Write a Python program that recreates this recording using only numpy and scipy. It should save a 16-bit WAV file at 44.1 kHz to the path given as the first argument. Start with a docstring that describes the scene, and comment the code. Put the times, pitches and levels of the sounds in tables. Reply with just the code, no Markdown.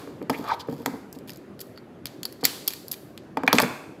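"""A hard, humming kitchen: a comb pick ticks inside a steel padlock close to the microphone, and the
shackle springs open. Before and after, the lock is dragged, lifted and dropped on a wooden table.
Ticks and slides are contact noise coloured by the steel; the pick's blade pings in two modes. Blows
ring the table's modes and dragging drives a gliding resonance. The walls answer over appliance hum."""
import sys
import numpy as np
from scipy import signal
from scipy.io import wavfile
from scipy.ndimage import uniform_filter1d

SR = 44100
rng = np.random.default_rng(int(sys.argv[2]) if len(sys.argv) > 2 else 0)


def dump_mix(stems):
    """Bounce the given channels to the path in sys.argv[1] as a 16-bit WAV at rate SR."""
    frames = np.atleast_2d(stems).T  # one column per channel
    limited = np.clip(frames, -1, 1)  # hard clip at full scale
    pcm = np.round(limited * 32767).astype(np.int16)
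    wavfile.write(sys.argv[1], SR, pcm)


N = 176400
LEAD = 4410  # samples before time zero


def gain_of(db):
    return 10 ** (np.asarray(db) / 20)


def unit_rms(x):
    return x / np.sqrt(np.mean(x ** 2) + 1e-20)


def curve_at(points, hz):
    point_hz, value = np.transpose(points)
    return np.interp(np.log(hz + 1), np.log(point_hz + 1), value)


def add(mix, start_s, sound):
    part = mix[round(start_s * SR) + LEAD:][:len(sound)]
    part += sound[:len(part)]


def minimum_phase(db):
    log_gain = np.log(gain_of(np.maximum(db, -100)))
    full = np.concatenate([log_gain, log_gain[-2:0:-1]])
    return np.fft.ifft(np.exp(full - 1j * signal.hilbert(full).imag)).real[:1024]


def ring(modes, t):
    return sum(gain_of(db - 60 * t / t60) * np.sin(2 * np.pi * hz * t) for hz, db, t60 in modes)


# Lock body spectrum. Each row: frequency in Hz, relative level in dB.
STEEL_SPECTRUM = [(410, -52.5), (700, -14.5), (1160, -12.5), (2760, -8), (4630, -4), (5730, -11.5),
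                  (7780, -12), (8660, -18), (10200, -17.5), (13800, -14), (15100, -15), (16200, -29.5)]

def steel_body(dull_db, bright_db, dull_hz=2970, bright_hz=8800):
    """Unit-energy impulse response of the lock, with a low and a high shelf."""
    hz = np.fft.rfftfreq(4096, 1 / SR)
    dull = 1 / (1 + (hz / dull_hz) ** 4)
    bright = 1 - 1 / (1 + (hz / bright_hz) ** 8)
    body = minimum_phase(curve_at(STEEL_SPECTRUM, hz) + dull * dull_db + bright * bright_db)
    return body / np.linalg.norm(body)


# Steel on steel. Each row: start in seconds, level in dB, low shelf in dB, high shelf in dB,
# contact time in ms.
STEEL_TICKS = [(0.225, -39, 6, -2, 1.8), (0.2964, -22.5, 7, 7.5, 1.7), (0.3007, -15.5, 5, -17, 1.1),
               (0.8609, -6, -19, -1, 0.19), (1.1267, -31, -54, 3, 1.4), (1.1878, -33.5, -21, -4, 0.39),
               (1.2942, -22.5, 8, -2, 0.86), (1.3035, -23.5, -4, -5, 0.44), (1.318, -36, -7, 2, 1.3),
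               (1.333, -36, -15, -3.0, 1.3), (1.3454, -45, -13, -1, 1.3), (1.3588, -38.5, -18, -3.0, 1.6),
               (1.3713, -40, -24, 4, 1.3), (1.5921, -31.5, -3, -5, 0.96), (1.6024, -31.5, -21, 4, 4.1),
               (1.611, -27.5, -10, 6, 2.7), (1.614, -44, -23, 24, 1.9), (1.671, -47, -6, 9, 0.61),
               (1.7755, -32.5, 20, 0, 1.4), (2.0561, -15, 3, 0, 0.8), (2.0679, -24, -8.5, -7, 1.3),
               (2.2317, -14, -10, -6, 0.38), (2.2542, -15.5, 4, 7.5, 0.57), (2.325, -29.5, -6.5, 3, 0.68),
               (2.4075, -41, -11, -10, 4.8), (2.4445, -15.5, -10.5, -15, 2.5), (2.4522, 6, -3.5, 0.5, 0.64),
               (2.4561, -19.5, -10.5, -3.5, 1.5), (2.6766, -8, -12.5, 5.5, 1.3),
               (2.6808, -5, -8.5, -4, 0.53), (2.7053, -21, 12, 4, 0.79), (2.7352, -21.5, 4.5, 1, 1.15),
               (2.882, -23, -18.5, 5, 0.64), (2.9135, -21.5, -12, 1, 2.2), (2.9174, -15.5, -7, 12, 0.9),
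               (2.9268, -23.5, -24, 12, 1.1), (3.1768, -22, -1.5, -11.5, 0.47),
               (3.3714, -17.5, 15, -11, 0.92), (3.434, -33.5, -6.5, -5, 1.3),
               (3.4645, -32.5, -8.5, -6.5, 1.5), (3.477, -4, 26.5, -1, 1.9), (3.5293, 4.5, -5, 2.5, 0.42),
               (3.5505, -19, -8, -11, 2.3), (3.5834, -1, 32, -11, 0.72), (3.6002, -3.5, 9, 2, 0.62),
               (3.6166, -14.5, -19, -6, 1.6), (3.6206, -14.5, -19.5, 2, 1.5)]

def steel_ticks():
    """Brief gritty contacts ring the lock. Returns direct sound and an equal-energy feed to the walls."""
    direct, to_walls = np.zeros((2, N + LEAD))
    t = np.arange(1024) / SR
    rows = [(-0.07, -10.5, 0, 0, 1.7)] + list(STEEL_TICKS)  # first tick echoes into the opening
    for start_s, db, dull_db, bright_db, contact_ms in rows:
        grit = rng.standard_normal(len(t))
        age = t / (contact_ms / 1000)
        contact = np.sign(grit) * np.sqrt(abs(grit)) * (1 - np.exp(-1.6 * age)) ** 2 * np.exp(-age)
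        body = steel_body(dull_db, bright_db)
        tick = signal.fftconvolve(contact, body)
        gain = gain_of(db) * np.sqrt(contact_ms * SR / 6000)
        add(direct, start_s, gain * tick / np.linalg.norm(tick))
        add(to_walls, start_s, gain * body)
    return direct, to_walls


# Pick blade pings. Each row: start in seconds, level per mode in dB.
PICK_PINGS = [(1.594, -43), (1.613, -47), (1.761, -52), (1.775, -41.5), (1.7835, -42.5), (2.2324, -30),
              (2.253, -18.5), (2.42, -49.5), (2.4431, -16), (2.67, -33), (2.743, -39), (2.763, -38),
              (2.7755, -48)]

def pick_pings(blade_hz=4480, t60_s=0.014):
    """A close pair of damped blade modes, detuned by a different grip each time."""
    out, t = np.zeros(N + LEAD), np.arange(3000) / SR
    for start_s, db in PICK_PINGS:
        pair = [(blade_hz * (ratio + 0.01 * rng.standard_normal()), db, t60_s) for ratio in (0.98, 1.025)]
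        add(out, start_s, ring(pair, t) * np.minimum(t / 0.00056, 1))
    return out


# Steel and fingers on steel. Each row: start in seconds, length in seconds, level in dB.
STEEL_SLIDES = [(0.294, 0.3, -52), (0.591, 0.036, -53.5), (0.672, 0.34, -57.5), (1.147, 0.019, -56),
                (1.275, 0.04, -51.5), (2.437, 0.04, -33), (2.691, 0.056, -46), (2.926, 0.024, -40.5),
                (3.538, 0.12, -39)]

def steel_slides():
    """Fine, uneven friction hiss under a soft arch, coloured by the lock."""
    out = np.zeros(N + LEAD)
    for start_s, length_s, db in STEEL_SLIDES:
        progress = np.arange(0, 1, 1 / (length_s * SR))
        hiss, roughness = rng.standard_normal((2, 16000))
        friction = hiss * np.exp(0.66 * unit_rms(uniform_filter1d(roughness, 90)))
        arch = np.sin(np.pi * progress ** 0.42) ** 0.5
        add(out, start_s, gain_of(db) * unit_rms(friction[:len(progress)]) * arch)
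    return signal.oaconvolve(out, steel_body(dull_db=1.5, bright_db=0.1))[:len(out)]


# Modes of table and lock. Each row: frequency in Hz, relative level in dB, T60 in seconds.
WOOD_MODES = [(145.8, -15.5, 0.29), (191.7, -12, 0.17), (244.4, -5.5, 0.23), (281.2, 1, 0.1),
              (443, -1.5, 0.067), (780, -2.5, 0.073), (917, 0.5, 0.033), (1158, 8, 0.014),
              (1325, 3.5, 0.028), (1579, 8.5, 0.019), (1910, -1, 0.06), (2230, 10, 0.0089),
              (2500, 4, 0.014), (3470, 3.5, 0.007)]
BOOM_HZ, MAX_RING_CYCLES = 600, 24  # top of the boom band; damping by the hands
# Hard blows. Each row: start in seconds, level in dB, boom in dB, tilt above the boom in dB per octave.
TABLE_KNOCKS = [(0.073, -28.5, 12, -3), (0.2152, -27, 14, -4.5), (0.2963, -12.5, -1.5, -9),
                (0.685, -20, 16.5, -9), (0.8595, -16, -6.5, -3.5), (3.3703, -13.5, -3.5, -9),
                (3.4337, -18, 4, -9), (3.477, -4, -13, 5.5), (3.5278, -6.5, -4, -3),
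                (3.5845, -4.5, 0.5, 14), (3.5935, -13, -5, -1), (3.6004, -10, -33.5, -4.5),
                (3.634, -16, 0, 2)]
OPENING_KNOCK, LATCH_THUNK = (-0.08, -15.5, 0, -3), (2.4297, -21, 4.4, -11)

def table_knocks(attack_ms=1, clatter_db=-5, rolloff_hz=3730):
    """Short pushes ring the wood and a dense clatter of small modes, varied on every blow."""
    out, t = np.zeros(N + LEAD), np.arange(7000) / SR
    clatter = [(hz, clatter_db, 0.036 * min(1500 / hz, 1.5))
               for hz in np.geomspace(480, 9000, 90 - len(WOOD_MODES))]
    for start_s, db, boom_db, tilt_db in [OPENING_KNOCK, LATCH_THUNK] + list(TABLE_KNOCKS):
        modes = []
        for hz, mode_db, t60 in list(WOOD_MODES) + clatter:
            detune, spread = rng.standard_normal(2)
            mode_db += 1.4 * spread + (boom_db if hz < BOOM_HZ else tilt_db * np.log2(hz / 1200))
            mode_db -= 10 * np.log10(1 + (hz / rolloff_hz) ** 4)
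            modes.append((hz * (1 + 0.02 * detune), mode_db, min(t60, MAX_RING_CYCLES / hz)))
        blow = ring(modes[::2], t) - ring(modes[1::2], t)  # alternating polarity
        blow *= 1 - np.exp(-t * 1000 / attack_ms)
        onset_rms = np.sqrt(np.mean(blow[:400] ** 2))
        add(out, start_s, gain_of(db) * 0.4 * blow / onset_rms)
    return out


# Soft blows. Each row: start in seconds, peak in dB.
TABLE_THUMPS = [(0.227, -30.5), (0.307, -23), (0.343, -35), (0.392, -25), (0.696, -31), (0.726, -25),
                (0.79, -35), (0.803, -30), (0.876, -23), (0.936, -28), (0.954, -37), (1.164, -33.5),
                (3.542, -13), (3.627, -18)]

def table_thumps(attack_ms=2.8, top_hz=1050, spread_db=2.5, dull_db=5):
    """Slow pushes reach only the lowest wood modes."""
    out, t = np.zeros(N + LEAD), np.arange(7000) / SR
    low_modes = [mode for mode in WOOD_MODES if mode[0] < top_hz]
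    for start_s, db in TABLE_THUMPS:
        modes = []
        for hz, mode_db, t60 in low_modes:
            detune, spread = rng.standard_normal(2)
            mode_db += spread_db * spread - dull_db * (hz > BOOM_HZ)
            modes.append((hz * (1 + 0.014 * detune), mode_db, min(0.74 * t60, MAX_RING_CYCLES / hz)))
        blow = ring(modes, t) * (1 - np.exp(-t * 1000 / attack_ms))
        add(out, start_s, gain_of(db) * blow / abs(blow).max())
    return out


# Lock dragged on wood. Each row: start in seconds, length in seconds, level in dB, start and end
# resonance in Hz, bandwidth in Hz, crest position as a fraction of the length.
LOCK_DRAGS = [(.325, 0.035, -36, 1980, 2220, 970, 0.75), (0.42, 0.079, -36, 910, 1130, 670, 0.53),
              (.475, 0.08, -24, 1244, 770, 340, 0.47), (.44, 0.11, -41.5, 3800, 4020, 1700, 1),
              (.48, 0.048, -35, 1470, 1600, 240, 0.62), (.45, 0.1, -42.5, 2400, 2100, 770, 0.9),
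              (.595, 0.03, -39.5, 3600, 4700, 2500, 0.21)]

def lock_drags(grit=0.33):
    """Gritty friction noise in a resonance that glides as the lock tips."""
    out = np.zeros(N + LEAD)
    for start_s, length_s, db, from_hz, to_hz, width_hz, crest in LOCK_DRAGS:
        progress = np.arange(0, 1, 1 / (length_s * SR))
        hiss, roughness = rng.standard_normal((2, 6000))[:, :len(progress)]
        friction = hiss * np.exp(grit * unit_rms(uniform_filter1d(roughness, 60)))
        carrier = np.exp(2j * np.pi * np.cumsum(from_hz + (to_hz - from_hz) * progress) / SR)
        pole = np.exp(-np.pi * width_hz / SR)
        rub = (carrier * signal.lfilter([1], [1, -2 * pole, pole * pole], friction / carrier)).real
        crest = np.clip(crest, 0.1, 0.9)
        arch = np.sin(np.pi / 2 * np.minimum(progress / crest, (1 - progress) / (1 - crest)))
        add(out, start_s, gain_of(db) * unit_rms(rub) * arch)
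    return out


def close_reflections(x, level_db=-9, t60_s=0.049):
    """Hands and table top scatter the sound before the walls answer."""
    t = np.arange(1500) / SR
    taps = rng.standard_normal(len(t)) * gain_of(-60 * t / t60_s) * np.minimum(t / 0.00022, 1)
    return gain_of(level_db) * signal.oaconvolve(x, taps / np.linalg.norm(taps))[:len(x)]


# Tail decay per band. Each row: frequency in Hz, T60 in seconds.
ECHO_DECAY = [(200, 0.34), (600, 0.78), (1500, 0.65), (4000, 0.67), (9000, 0.74), (15000, 0.59)]
# Echo colour. Each row: frequency in Hz, relative level in dB.
ECHO_SPECTRUM = [(200, -5), (1000, -9), (4000, -13.5), (9000, -14), (12000, -17), (15300, -16.5)]

def kitchen_reverb(x, predelay_s=0.011):
    """Three dense tails take turns, each band dying at its own rate."""
    out, fade_phase = np.zeros(len(x)), np.arange(len(x)) * 60 / SR
    for k in range(3):
        hz, t, noise = signal.stft(rng.standard_normal(SR), SR, nperseg=256)
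        tail_db = -60 * t / curve_at(ECHO_DECAY, hz)[:, None] + curve_at(ECHO_SPECTRUM, hz)[:, None]
        tail = signal.istft(noise * gain_of(tail_db), SR, nperseg=256)[1]
        tail *= np.minimum(np.arange(len(tail)) / 150, 1)
        tail = np.pad(tail, (round(predelay_s * SR), 0)) / 45
        share = np.sqrt(2 / 3) * np.cos(fade_phase + k * np.pi / 3)
        out += signal.fftconvolve(x * share, tail)[:len(x)]
    return out


# Hum colour. Each row: frequency in Hz, relative level in dB.
HUM_SPECTRUM = [(15, -58.5), (25, -38), (74, -35), (103, 4), (142, -13.5), (192, -8), (266, -8),
                (399, -7.5), (433, -16), (483, -12.5), (902, -25.5), (1550, -29), (16500, -64.5)]
# Hum drift. Each row: time in seconds, relative level in dB.
HUM_DRIFT = [(0.0, -39), (2.67, -41.5), (4.0, -40)]

def appliance_hum(quietest_db=-45.5, patch_db=2.03):
    """Low rumble and hiss, patchy and slowly changing in level."""
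    frames, hz = N // 256 + 9, np.fft.rfftfreq(1024, 1 / SR)
    real, imag, patches = rng.standard_normal((frames, len(hz), 3)).T
    patches = unit_rms(uniform_filter1d(uniform_filter1d(patches, 6, axis=0), 8, axis=1))
    spectra = (real + 1j * imag) * gain_of(curve_at(HUM_SPECTRUM, hz)[:, None] + patch_db * patches)
    rumble = signal.istft(spectra, nperseg=1024, noverlap=768)[1][512:N + 512]
    drift_db = np.interp(np.arange(N) / SR, *np.transpose(HUM_DRIFT))
    return gain_of(quietest_db + drift_db - drift_db.min()) * unit_rms(rumble)


def scene():
    """Mono mix of direct sound, reflections and hum."""
    ticks, ticks_to_walls = steel_ticks()
    pings, drags = pick_pings(), lock_drags()
    handling = steel_slides() + table_knocks() + table_thumps()
    direct = ticks + pings + drags + handling
    to_walls = ticks_to_walls + gain_of(-8) * pings + gain_of(-4) * drags + handling
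    mix = direct + close_reflections(direct) + kitchen_reverb(to_walls)
    return (mix[LEAD:] + appliance_hum())[None]


def record(dry, port_hz=11700, ceiling=0.9, dim_above_hz=15800, remove_above_hz=16990):
    """Small microphone: bass cut, port resonance, soft overload.
    Separately, the top treble is turned down, and the very top removed."""
    cut = signal.sosfilt(signal.butter(2, 60, "high", fs=SR, output="sos"), dry)
    ported = cut + gain_of(2.5) * signal.lfilter(*signal.iirpeak(port_hz, Q=5.5, fs=SR), cut)
    lower = signal.oaconvolve(ported, signal.firwin(255, dim_above_hz, fs=SR)[None], "same")
    dimmed = lower + gain_of(-12) * (ported - lower)
    clipped = ceiling * np.tanh(dimmed / ceiling)
    lowpass = signal.firwin(511, remove_above_hz, window=("kaiser", 9), fs=SR)
    return signal.oaconvolve(clipped, lowpass[None], "same")


dry = scene()
out = record(dry)
dump_mix(out)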